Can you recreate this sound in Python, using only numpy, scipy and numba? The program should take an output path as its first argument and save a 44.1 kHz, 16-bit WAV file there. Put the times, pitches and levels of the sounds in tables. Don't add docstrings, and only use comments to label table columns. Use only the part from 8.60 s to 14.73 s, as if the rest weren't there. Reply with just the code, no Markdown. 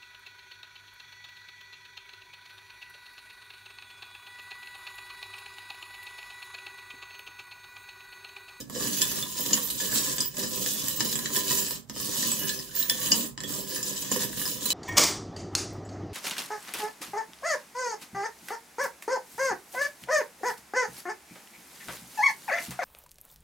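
import sys
import numpy as np
from scipy import signal
from scipy.fft import rfft, irfft, next_fast_len
from scipy.io import wavfile
from scipy.ndimage import uniform_filter1d
from numba import njit

SR = 44100
rng = np.random.default_rng(int(sys.argv[2]) if len(sys.argv) > 2 else 0)


def gain_from_db(level_db):
    decades = np.asarray(level_db, float) / 20
    return 10 ** decades


def generate_wav(sig):
    pcm = np.round(np.clip(np.atleast_2d(sig).T, -1, 1) * 32767).astype(np.int16)
    wavfile.write(sys.argv[1], SR, pcm)


N = 270377

# (frequency [Hz], level [dB], t60 [s])
BOWL_LOW = [(1017.4, 2.5, 0.068), (1116, 0, 0.065), (1235, -5, 0.06), (1724, 4, 0.036), (1810, 4, 0.03),
            (1890, -6, 0.02)]
# (frequency [Hz], level [dB], t60 [s])
BOWL_HIGH = [(2606, -7, 0.027), (2945, -10.5, 0.083), (3050, 1.5, 0.019), (3318, -5, 0.041),
             (3676, -1, 0.016), (3972, -1.5, 0.034), (4850, -1.5, 0.02), (4770, 5.5, 0.0079),
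             (5150, 5, 0.019), (5940, -21, 0.051), (6000, 0, 0.041), (6850, 11, 0.01), (7326, 12, 0.0099),
             (7720, 2, 0.03)]
# (frequency [Hz], level [dB], t60 [s])
TABLE_TOP = [(139.7, -2.5, 0.052), (155.4, -8.5, 0.14), (200.2, 0, 0.13), (234.2, -2.5, 0.19),
             (284.2, 0.5, 0.083), (317.4, 6, 0.027), (394, -2.5, 0.11), (457.4, 1, 0.032),
             (499.4, 3.5, 0.044), (574, -5.5, 0.038)]
# (frequency [Hz], phase [rad])
PORT_SCATTER = [(150, 0.77), (600, 0.095), (3000, 0.79), (8000, 2.52), (14000, 1.5)]


def evened(x):
    return x / np.sqrt(np.mean(x ** 2) + 1e-20)


def read(points, hz):
    f, value = np.transpose(points)
    return np.interp(np.log(hz + 1), np.log(f + 1), value)


def shaped(x, gain):
    size = next_fast_len(x.shape[-1] + 2048)
    spectrum = rfft(x, size) * gain(np.fft.rfftfreq(size, 1 / SR))
    return irfft(spectrum, size)[..., :x.shape[-1]]


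def add(mix, s, sound):
    part = mix[:, round(s * SR):][:, :sound.shape[1]]
    part += sound[:, :part.shape[1]]


def plateau(start, hold, rise, fall):
    t = np.arange(N) / SR
    return -rise * np.maximum(start - t, 0) - fall * np.maximum(t - start - hold, 0)


def rings(modes, count, detune, rise_s=0.00047):
    uneven_db = 5.5
    hz, db, t60 = np.transpose(modes)[:, None, None, :, None]
    t = np.arange(3600) / SR
    strength, pitch, phase = rng.standard_normal((3, count, 1, len(modes), 1))
    port_phase = phase * read(PORT_SCATTER, hz) * np.array([.5, -.5])[:, None, None]
    level = gain_from_db(db + uneven_db * np.clip(strength, -2, 1))
    decay = gain_from_db(-60 * t / t60) * np.minimum(t / rise_s, 1)
    tone = np.sin(2 * np.pi * hz * (1 + detune * pitch) * t + port_phase)
    return evened((level * decay * tone).sum(2))


def ticks(count, ms, snap=0.):
    # (frequency [Hz], level [dB])
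    tick_colour = [(300, -40), (800, -22.5), (1500, -18.5), (2300, -23.5), (3500, -6), (5000, -6),
                   (7300, -3.5), (8300, -4.5), (10300, -4), (13000, -2), (15700, -1.5)]
    # (frequency [Hz], share [ratio])
    one_port = [(200, .3), (2000, 1.75), (6000, 0.9), (12000, 3.36)]
    shared = rng.standard_normal((count, 1, 800))
    own = rng.standard_normal((count, 2, 800))
    late_ms = (np.arange(800) - 60) * 1000 / SR
    envelope = (np.exp(-late_ms / ms) + snap * np.exp(-late_ms / .8)) * (late_ms >= 0)
    both = shared * envelope + shaped(own * envelope, lambda hz: read(one_port, hz))
    return evened(shaped(both, lambda hz: gain_from_db(read(tick_colour, hz))))[..., 40:]


@njit
def strike(responses, at, place, size, length):
    span = responses.shape[2]
    out = np.zeros((2, length + span))
    for k in range(len(at)):
        for port in range(2):
            for i in range(span):
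                out[port, at[k] + i] += size[k] * responses[place[k], port, i]
    return out


def shower(responses, per_s, spread_db, level_db, reach):
    clump = gain_from_db(2.4 * evened(uniform_filter1d(rng.standard_normal(N), 900)))
    hit = rng.random(N) < per_s / SR
    sign = rng.choice([-1., 1.], N)
    size = np.minimum(rng.exponential(1, N), 4)
    fingers = np.arange(N) / SR * 14 + reach * rng.standard_normal(N)
    place = np.floor(fingers).astype(int) % len(responses)
    blows = evened(hit * sign * gain_from_db(spread_db * size) * clump) * gain_from_db(level_db)
    at = np.flatnonzero(blows)
    out = strike(np.ascontiguousarray(responses), at, place[at], blows[at], N)[:, :N]
    return out / np.sqrt(np.mean(np.sum(responses ** 2, 2)))


def hush():
    # (frequency [Hz], density [dB per Hz])
    tone_colour = [(15, -34), (30, -9), (55, 9.5), (90, -4.5), (130, 10.5), (260, -11), (1200, -21.5),
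                   (7300, -43), (16000, -48)]
    level_db = -54.5
    noise = rng.standard_normal((1, N)) + 0.27 * rng.standard_normal((2, N))
    return gain_from_db(level_db) * evened(shaped(noise, lambda hz: gain_from_db(read(tone_colour, hz))))


def hand():
    # (time [s], rattle [dB], weight on the bowl [dB against the rattle])
    drag = [(0, -39.5, -1), (.06, -66.5, 7), (.15, -41.5, 3.5), (.7, -41.5, -5), (1.63, -37.5, -6),
            (1.72, -55, -14), (1.78, -41, -2), (3.141, -38.5, -3.5), (3.26, -71, -13), (3.3, -58, 5),
            (3.4, -37, -3.5), (3.95, -38.5, -4.5), (4.08, -48, -4), (4.35, -38.5, -4.5), (4.66, -40, 0),
            (4.758, -77, -22), (4.81, -51, 7.5), (6.13, -45, 0)]
    # (start [s], hold [s], rattle [dB], weight on the bowl [dB against the rattle])
    pushes = [(0.203, 0.068, -35, -4), (0.327, 0.068, -35, -28), (0.412, 0.024, -36, -7),
              (.48, 0.12, -37.5, -5), (0.782, 0.13, -36.5, -2.5), (0.928, 0.044, -33.5, -2.5),
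              (1.026, 0.06, -41.5, -8), (1.207, 0.052, -34.5, -3.5), (1.325, 0.058, -30, -5),
              (1.438, 0.044, -33.5, -6.5), (1.791, 0.033, -35, -2), (1.953, 0.064, -36, -6),
              (2.078, 0.038, -33, -11.5), (2.167, 0.14, -38.5, -24), (2.42, 0.093, -37.5, -5),
              (2.752, 0.041, -31.5, -7.5), (2.871, 0.11, -31, -8.5), (3.394, 0.14, -42.5, -15),
              (3.561, 0.14, -34.5, -10), (3.783, 0.11, -39, -3), (4.165, 0.039, -39, -6.5),
              (4.31, 0.012, -45, 1), (4.429, 0.16, -34, -1.5), (4.894, 0.099, -37.5, -4.5),
              (5.092, 0.098, -37.5, -5.5), (5.263, 0.03, -35.5, -10), (5.358, 0.072, -39, -22),
              (5.52, .12, -34, -2.5), (5.78, 0.13, -35.5, -8), (6.032, 0.095, -37.5, -9.5)]
    s, level_db, weight_db = np.transpose(drag)
    t = np.arange(N) / SR
    glass = gain_from_db(2 * np.interp(t, s, level_db))
    table = glass * gain_from_db(2 * np.interp(t, s, weight_db))
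    for start, hold, level_db, weight_db in pushes:
        push = gain_from_db(2 * (level_db + plateau(start, hold, rise=341, fall=199)))
        glass = glass + push
        table = table + push * gain_from_db(2 * weight_db)
    return 10 * np.log10(glass), 10 * np.log10(table / glass)


def rattle():
    # (frequency [Hz], level [dB], t60 [s])
    charm_modes = [(8920, -5, .06), (9170, -6, .05), (9670, -1, .06), (10800, -2, .03), (11000, -4, .03),
                   (11900, -2, .05), (12900, -3, .025), (14050, -1, .025), (15200, -3, .06),
                   (15620, 1, .045)]
    glass_db, weight_db = hand()
    lively_db = glass_db + 34
    fizz_db = glass_db - 3.5 + 0.069 * lively_db
    low_db = glass_db - 9.7 + 0.51 * weight_db - 0.018 * lively_db
    table_db = glass_db + weight_db - .7
    tick = ticks(count=70, ms=1.0)
    dull = shaped(tick, lambda hz: 1 / (1 + (hz / 9000) ** 12))
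    high = rings(BOWL_HIGH, count=24, detune=0.01)
    fizz = rings(charm_modes, count=22, detune=0.0066)
    low = rings(BOWL_LOW, count=18, detune=0.02)
    rumble = rings(TABLE_TOP, count=16, detune=.012, rise_s=.004)
    mix = shower(dull, 1100, 2.6, glass_db - 4, reach=2.5)
    mix += shower(tick - dull, 2000, 1.9, fizz_db + 2.0, reach=3.5)
    mix += shower(high, 600, 2.14, glass_db - 2.5, reach=0.77)
    mix += shower(fizz, 800, 1.74, fizz_db - 2.5, reach=0.65)
    mix += shower(low, 700, 2.5, low_db - 2.5, reach=.8)
    return mix + shower(rumble, 800, 2.0, table_db - 2.5, reach=3.0)


def knocks():
    # (time [s], peak [dB], brightness [dB], low ring [dB])
    heavy_pieces = [(0.0986, -28, -3.5, -0.5), (0.418, -5.5, -16, -26), (0.5164, -14, -13, -13),
                    (0.6262, -15.5, -28, -13.5), (0.9313, -5.5, -37, -21), (1.102, -16, -14, -33),
                    (1.5828, -9.5, -41, -16), (1.6042, -11, -30, -23), (1.7445, -40, -9, 2),
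                    (2.0617, -13.5, -31, -10.5), (2.2833, -16, -2, -26), (2.4057, -7.5, -28.5, -13),
                    (2.5556, -11, -22, -14), (2.659, -16, -48, -19), (2.7033, -25, -22, -0.5),
                    (2.7634, -10, -6, -29), (3.2975, -20.5, -20, -6.5), (3.3631, -24.5, -13, -3.5),
                    (3.893, -9.5, -21, -24), (4.2027, -17, -8, -22), (4.227, -15, -18, -38),
                    (4.297, -6, -12, -35), (4.5165, -12, -29, -17), (4.7774, -20.5, -46, -10.5),
                    (4.8045, -19, -33, -15), (5.229, -18, -10, -34), (5.5149, -20.5, -11, -9),
                    (5.5625, -17, -3, -13), (5.815, -25, -4, -3), (6.1041, -9, -10, -24)]
    # (time [s], peak [dB])
    light_taps = [(.168, -26), (.201, -22), (.247, -28), (.2725, -16.5), (.424, -16), (.454, -19),
                  (.807, -20), (.8617, -16), (.9103, -18), (.939, -19), (.944, -17), (.977, -18),
                  (1.003, -22), (1.055, -24), (1.2002, -19), (1.3976, -26), (1.531, -22), (1.611, -20),
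                  (1.621, -17), (1.7694, -20), (2.1825, -21), (2.3, -21), (2.3984, -15), (2.448, -19),
                  (2.5275, -15), (2.5895, -17), (2.7487, -15), (2.757, -15), (2.7685, -12), (2.9097, -12),
                  (2.917, -14), (3.025, -19), (3.109, -15), (3.4007, -19), (3.6302, -19), (3.719, -14),
                  (3.881, -22), (3.995, -26), (4.15, -23), (4.461, -17), (4.523, -14), (4.531, -15),
                  (4.58, -18), (4.836, -22), (4.893, -25), (4.923, -24), (5.161, -17), (5.523, -13),
                  (5.635, -14), (5.729, -23), (5.7738, -21), (5.795, -19), (5.8555, -20), (5.878, -20),
                  (6.009, -28), (6.0566, -17), (6.0864, -30), (6.12, -15)]
    rows = heavy_pieces + [(s, db, -10, -13) for s, db in light_taps]
    mix, count = np.zeros((2, N)), len(rows)
    crack = ticks(count=count, ms=3.3, snap=1.6)
    high = rings(BOWL_HIGH, count=12, detune=.003)
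    low = rings(BOWL_LOW, count=12, detune=0.012)
    thud = rings(TABLE_TOP, count=12, detune=0.051, rise_s=0.0042)
    bounce_s = rng.uniform(0.0052, 0.0092, count)
    for k, (s, peak_db, bright_db, low_db) in enumerate(rows):
        spot = k % len(high)
        sound = gain_from_db(-29) * high[spot]
        sound = sound + gain_from_db(low_db - 26.0) * low[spot] + gain_from_db(low_db - 23.0) * thud[spot]
        add(sound, 0, shaped(crack[k], lambda hz: gain_from_db(-13 + (bright_db + 1) / (1 + (9000 / (hz + 1)) ** 8))))
        add(mix, s - .0005, gain_from_db(peak_db) * sound)
        add(mix, s + bounce_s[k], gain_from_db(peak_db - 10) * sound)
    return mix


def bumps():
    # (time [s], level [dB])
    rocks = [(.16, -31), (.21, -27.5), (.795, -32), (.932, -28), (1.199, -39), (1.5, -35), (1.6, -35.5),
             (2.779, -31), (3.42, -33), (4.313, -31), (4.518, -23), (4.84, -33), (4.9, -35), (5.515, -28),
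             (5.561, -23), (5.6, -28), (5.649, -33), (6.02, -34), (6.06, -33)]
    mix, count = np.zeros((2, N)), len(rocks)
    thud = rings(TABLE_TOP, count=count, detune=0.018, rise_s=0.0056)
    low = rings(BOWL_LOW, count=count, detune=0.0041)
    for (s, db), wood, glass in zip(rocks, thud, low):
        add(mix, s, gain_from_db(db - 14.5) * (wood + gain_from_db(-12.0) * glass))
    return mix


def pings():
    # (time [s], level [dB], frequency
    # [Hz], t60 [s])
    clinks = [(.416, -32, 1736, 0.13), (.419, -22.5, 3430, 0.075), (.419, -23, 5150, 0.049),
              (.626, -28.5, 3510, 0.056), (.932, -6, 6800, 0.024), (.933, -25.5, 2938, 0.14),
              (.934, -17, 5070, 0.05), (1.102, -25, 3900, 0.022), (1.203, -38, 1720, 0.061),
              (1.528, -22, 7300, 0.035), (1.605, -22, 6000, 0.047), (1.605, -20, 7770, 0.043),
              (1.606, -18.5, 4960, 0.1), (2.404, -29, 4000, 0.086), (2.406, -20.5, 5170, 0.05),
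              (2.406, -30, 1786, 0.076), (2.51, -28, 4050, .05), (2.589, -31.5, 5170, 0.031),
              (2.658, -26, 1810, 0.029), (2.762, -25.5, 1800, 0.037), (2.763, -21, 5500, 0.022),
              (2.909, -29.5, 1890, 0.055), (2.973, -27, 5940, 0.043), (3.629, -32, 1810, 0.058),
              (3.636, -29, 4850, .045), (3.716, -17, 7800, .04), (3.895, -30, 1725, 0.12),
              (4.226, -22, 3900, 0.017), (4.298, -23.5, 3410, 0.11), (4.297, -11.5, 5180, 0.029),
              (4.297, -20, 7380, .03), (4.298, -30.5, 1777, 0.12), (4.519, -12.5, 6740, 0.033),
              (4.518, -8.5, 4880, 0.031), (4.519, -22.5, 2950, 0.092), (4.519, -17, 5480, .04),
              (5.163, -36, 1770, 0.061), (5.23, -23, 7100, 0.034), (5.231, -29, 5200, 0.037),
              (5.295, -29.5, 6730, 0.052), (5.516, -45, 1740, 0.14), (5.516, -36, 1025, 0.085),
              (5.731, -36.5, 1740, 0.028), (5.815, -35, 1725, 0.061), (5.855, -37, 1710, 0.081),
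              (5.855, -23, 5150, 0.058), (6.058, -26, 4000, .05), (6.104, -21.5, 3990, 0.1),
              (6.104, -27, 3020, 0.058),
              (2.528, -29, 3750, 0.027), (2.556, -24, 7650, .03), (2.588, -28, 4050, .05),
               (2.659, -22.5, 3930, 0.032), (2.664, -39, 6000, .03), (2.758, -21, 3480, 0.032),
               (3.996, -42, 1840, 0.056), (4.0, -50, 1076, .1), (4.093, -49, 1550, 0.11),
               (4.114, -46, 1740, .06), (4.171, -38.5, 1706, 0.13), (4.214, -40, 1760, .06),
               (4.777, -35, 5150, 0.044), (4.777, -42, 1800, .08), (4.804, -36.5, 1755, 0.053),
               (4.836, -35, 1820, 0.064), (4.839, -34, 3350, .1), (.162, -38, 510, 0.31),
               (.2, -41, 1160, 0.093), (3.895, -28, 3420, 0.054), (3.897, -31, 4090, .06),
               (3.898, -31, 5150, .04), (3.99, -25, 5130, .03), (5.515, -17, 7130, 0.045),
               (5.56, -35, 1010, 0.078), (6.105, -20, 7400, .04), (6.119, -29, 4000, .04),
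               (1.2, -36, 3480, 0.15), (2.284, -25, 7240, .025), (1.055, -32, 7560, .02),
               (.2, -23, 6960, .04), (1.583, -29, 5030, .015)]
    # (time [s], level [dB], frequency [Hz], t60 [s])
    charm_pings = [(.418, -16, 10900, 0.024), (.457, -34, 15590, .12), (1.028, -26, 14020, .14),
                   (1.062, -42, 14050, .08), (1.086, -36, 15500, .03), (1.101, -30, 15550, .04),
                   (1.103, -30.5, 8150, .06), (1.103, -30, 10340, 0.13), (1.103, -30, 11420, .25),
                   (1.103, -31, 9670, .05), (1.605, -19.5, 8900, 0.046), (1.606, -39, 13900, 0.38),
                   (1.656, -18, 15000, .06), (1.676, -24, 15300, .07), (2.371, -25, 15640, .08),
                   (2.557, -31, 9400, 0.084), (3.67, -18, 15500, .06), (3.792, -27, 13960, 0.1),
                   (3.825, -38, 14050, 0.11), (4.152, -28, 14070, .09), (4.222, -29, 14090, .09),
                   (4.287, -25, 15200, .04), (5.815, -33, 9700, .07), (4.298, -21.5, 9700, 0.045),
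                   (4.555, -25, 9400, .05), (4.804, -38, 9600, 0.055),
                   (.2728, -23, 11100, .03), (.418, -24, 14300, .03), (.807, -27, 15600, .06),
              (.807, -22.5, 12800, 0.054), (1.783, -24, 12500, .03), (1.9455, -36, 12300, .03),
              (2.284, -27, 14300, .04), (2.36, -29, 14100, .04), (2.448, -23, 15600, .06),
              (2.75, -27, 15400, .05), (4.921, -31, 15400, .04), (5.324, -31, 11900, .04),
              (5.515, -27, 9650, .05), (5.635, -26, 14100, .04), (5.768, -33, 15600, .06),
              (5.795, -30, 9700, .03), (5.795, -31, 14000, .03), (5.815, -27, 10900, 0.03),
              (5.8636, -29, 14100, .04), (6.0187, -33, 14600, .04), (6.048, -27, 14300, .04),
              (6.0566, -21, 13900, .04), (6.0566, -20, 9380, .04), (6.0566, -28, 15600, .1),
              (6.0566, -29, 10900, .04), (4.298, -26, 10900, .04), (4.201, -35, 14100, .05),
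              (4.48, -39, 11900, .2)]
    split = 0.02
    mix, t = np.zeros((2, N)), np.arange(9000) / SR
    for rows, side_db in ((clinks, -9), (charm_pings, -20)):
        draws = rng.standard_normal((len(rows), 3))
        for (s, db, hz, t60), (turn, up, down) in zip(rows, draws):
            phase = turn * read(PORT_SCATTER, hz) * np.array([[.5], [-.5]])
            wave = np.sin(2 * np.pi * hz * t + phase)
            for step in (1 + 1.06 * up, -1 + 0.31 * down):
                wave = wave + gain_from_db(side_db) * np.sin(2 * np.pi * hz * (1 + split * step) * t - phase)
            decay = gain_from_db(db - 1.5 - 60 * t / t60) * np.minimum(t / .0008, 1)
            add(mix, s, decay * wave)
    chatter = evened(uniform_filter1d(rng.standard_normal(N), round(.003 * SR)))
    return mix * (1 + .28 * chatter)


def whistles():
    # (loudest [s], level [dB], frequency [Hz], hold [s])
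    rubbed = [(0.864, -52, 2920, .1), (3.84, -43.5, 2930, 0.088), (4.46, -47, 2920, 0.067),
              (5.573, -52, 2900, 0.1), (5.82, -47, 2930, 0.04), (4.178, -32, 15190, .015),
              (4.202, -24, 15215, .012), (4.236, -33, 15190, .035), (4.303, -29, 15205, .022),
              (4.613, -36, 15205, .03), (2.33, -46, 14050, .1), (5.405, -45, 14150, .035),
              (6.1, -45, 14100, .06)]
    mix = np.zeros((2, N))
    flutter = 1 + .4 * evened(uniform_filter1d(rng.standard_normal(N), 250))
    waver_hz = 14 * evened(flutter[::-1] - 1)
    for s, db, hz, hold in rubbed:
        swell_db = plateau(s - hold / 2, hold, rise=700, fall=700)
        mix += gain_from_db(db + swell_db) * flutter * np.sin(2 * np.pi * np.cumsum(hz + waver_hz) / SR)
    return mix


def room(x):
    # (frequency [Hz], t60 [s])
    wall_decay = [(200, 0.33), (1000, 0.3), (4000, 0.13), (12000, 0.12)]
    # (frequency [Hz], level [dB against the direct sound])
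    echo_colour = [(150, -5.5), (600, -7), (3000, -1), (12000, 0.5)]
    taps = np.zeros((3, 2, SR // 3))
    at = np.arange(120, SR // 3 - 20, 20) + rng.integers(0, 20, (3, 2, (SR // 3 - 121) // 20))
    np.put_along_axis(taps, at, rng.choice([-1., 1.], at.shape), 2)
    hz, t, z = signal.stft(taps, SR, nperseg=256)
    decay = gain_from_db(-60 * t / read(wall_decay, hz)[:, None])
    tails = signal.istft(z * decay, SR, nperseg=256)[1]
    tails = shaped(tails / np.linalg.norm(tails[0, 0]), lambda hz: gain_from_db(read(echo_colour, hz)))
    cycles = np.arange(N) / SR * .9 + np.arange(3)[:, None] / 3
    turns = np.cos(2 * np.pi * cycles) * np.sqrt(2 / 3)
    return signal.fftconvolve((turns * x.mean(0))[:, None], tails, axes=2).sum(0)[:, :N]


def small(x):
    return shaped(x, lambda hz: 1 - 1 / (1 + (hz / 95) ** 8))


def scene():
    bowl = small(rattle() + knocks() + pings() + whistles())
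    return bowl + room(bowl) + hush() + small(bumps())


def band_limit(x):
    return signal.sosfilt(signal.butter(12, 17010, fs=SR, output="sos"), x)


def record(dry):
    # (frequency [Hz], left minus right [dB])
    port_lean = [(30, -3), (70, 1), (130, -10), (260, -4), (700, -4.5), (1400, -6), (2800, -3.5),
                 (5500, 4.5), (9000, -5), (12000, -8), (15500, -6)]
    # (frequency [Hz], left minus right [rad])
    port_lead = [(100, 0), (1290, -.2), (1890, .4), (3360, -.7), (3960, -.1), (5430, -.2), (5940, -1.1),
                 (6720, .2), (7150, -.8), (10900, -3.2), (12900, -.2), (16000, -2.1)]
    side = np.array([[.5], [-.5]])
    ports = shaped(dry, lambda hz: gain_from_db(side * read(port_lean, hz)) * np.exp(1j * side * read(port_lead, hz)))
    limited = shaped(ports, lambda hz: gain_from_db(-50 * np.clip((hz - 15700) / 220, 0, 1)))
    return band_limit(limited)


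dry = scene()
out = record(dry)
generate_wav(out)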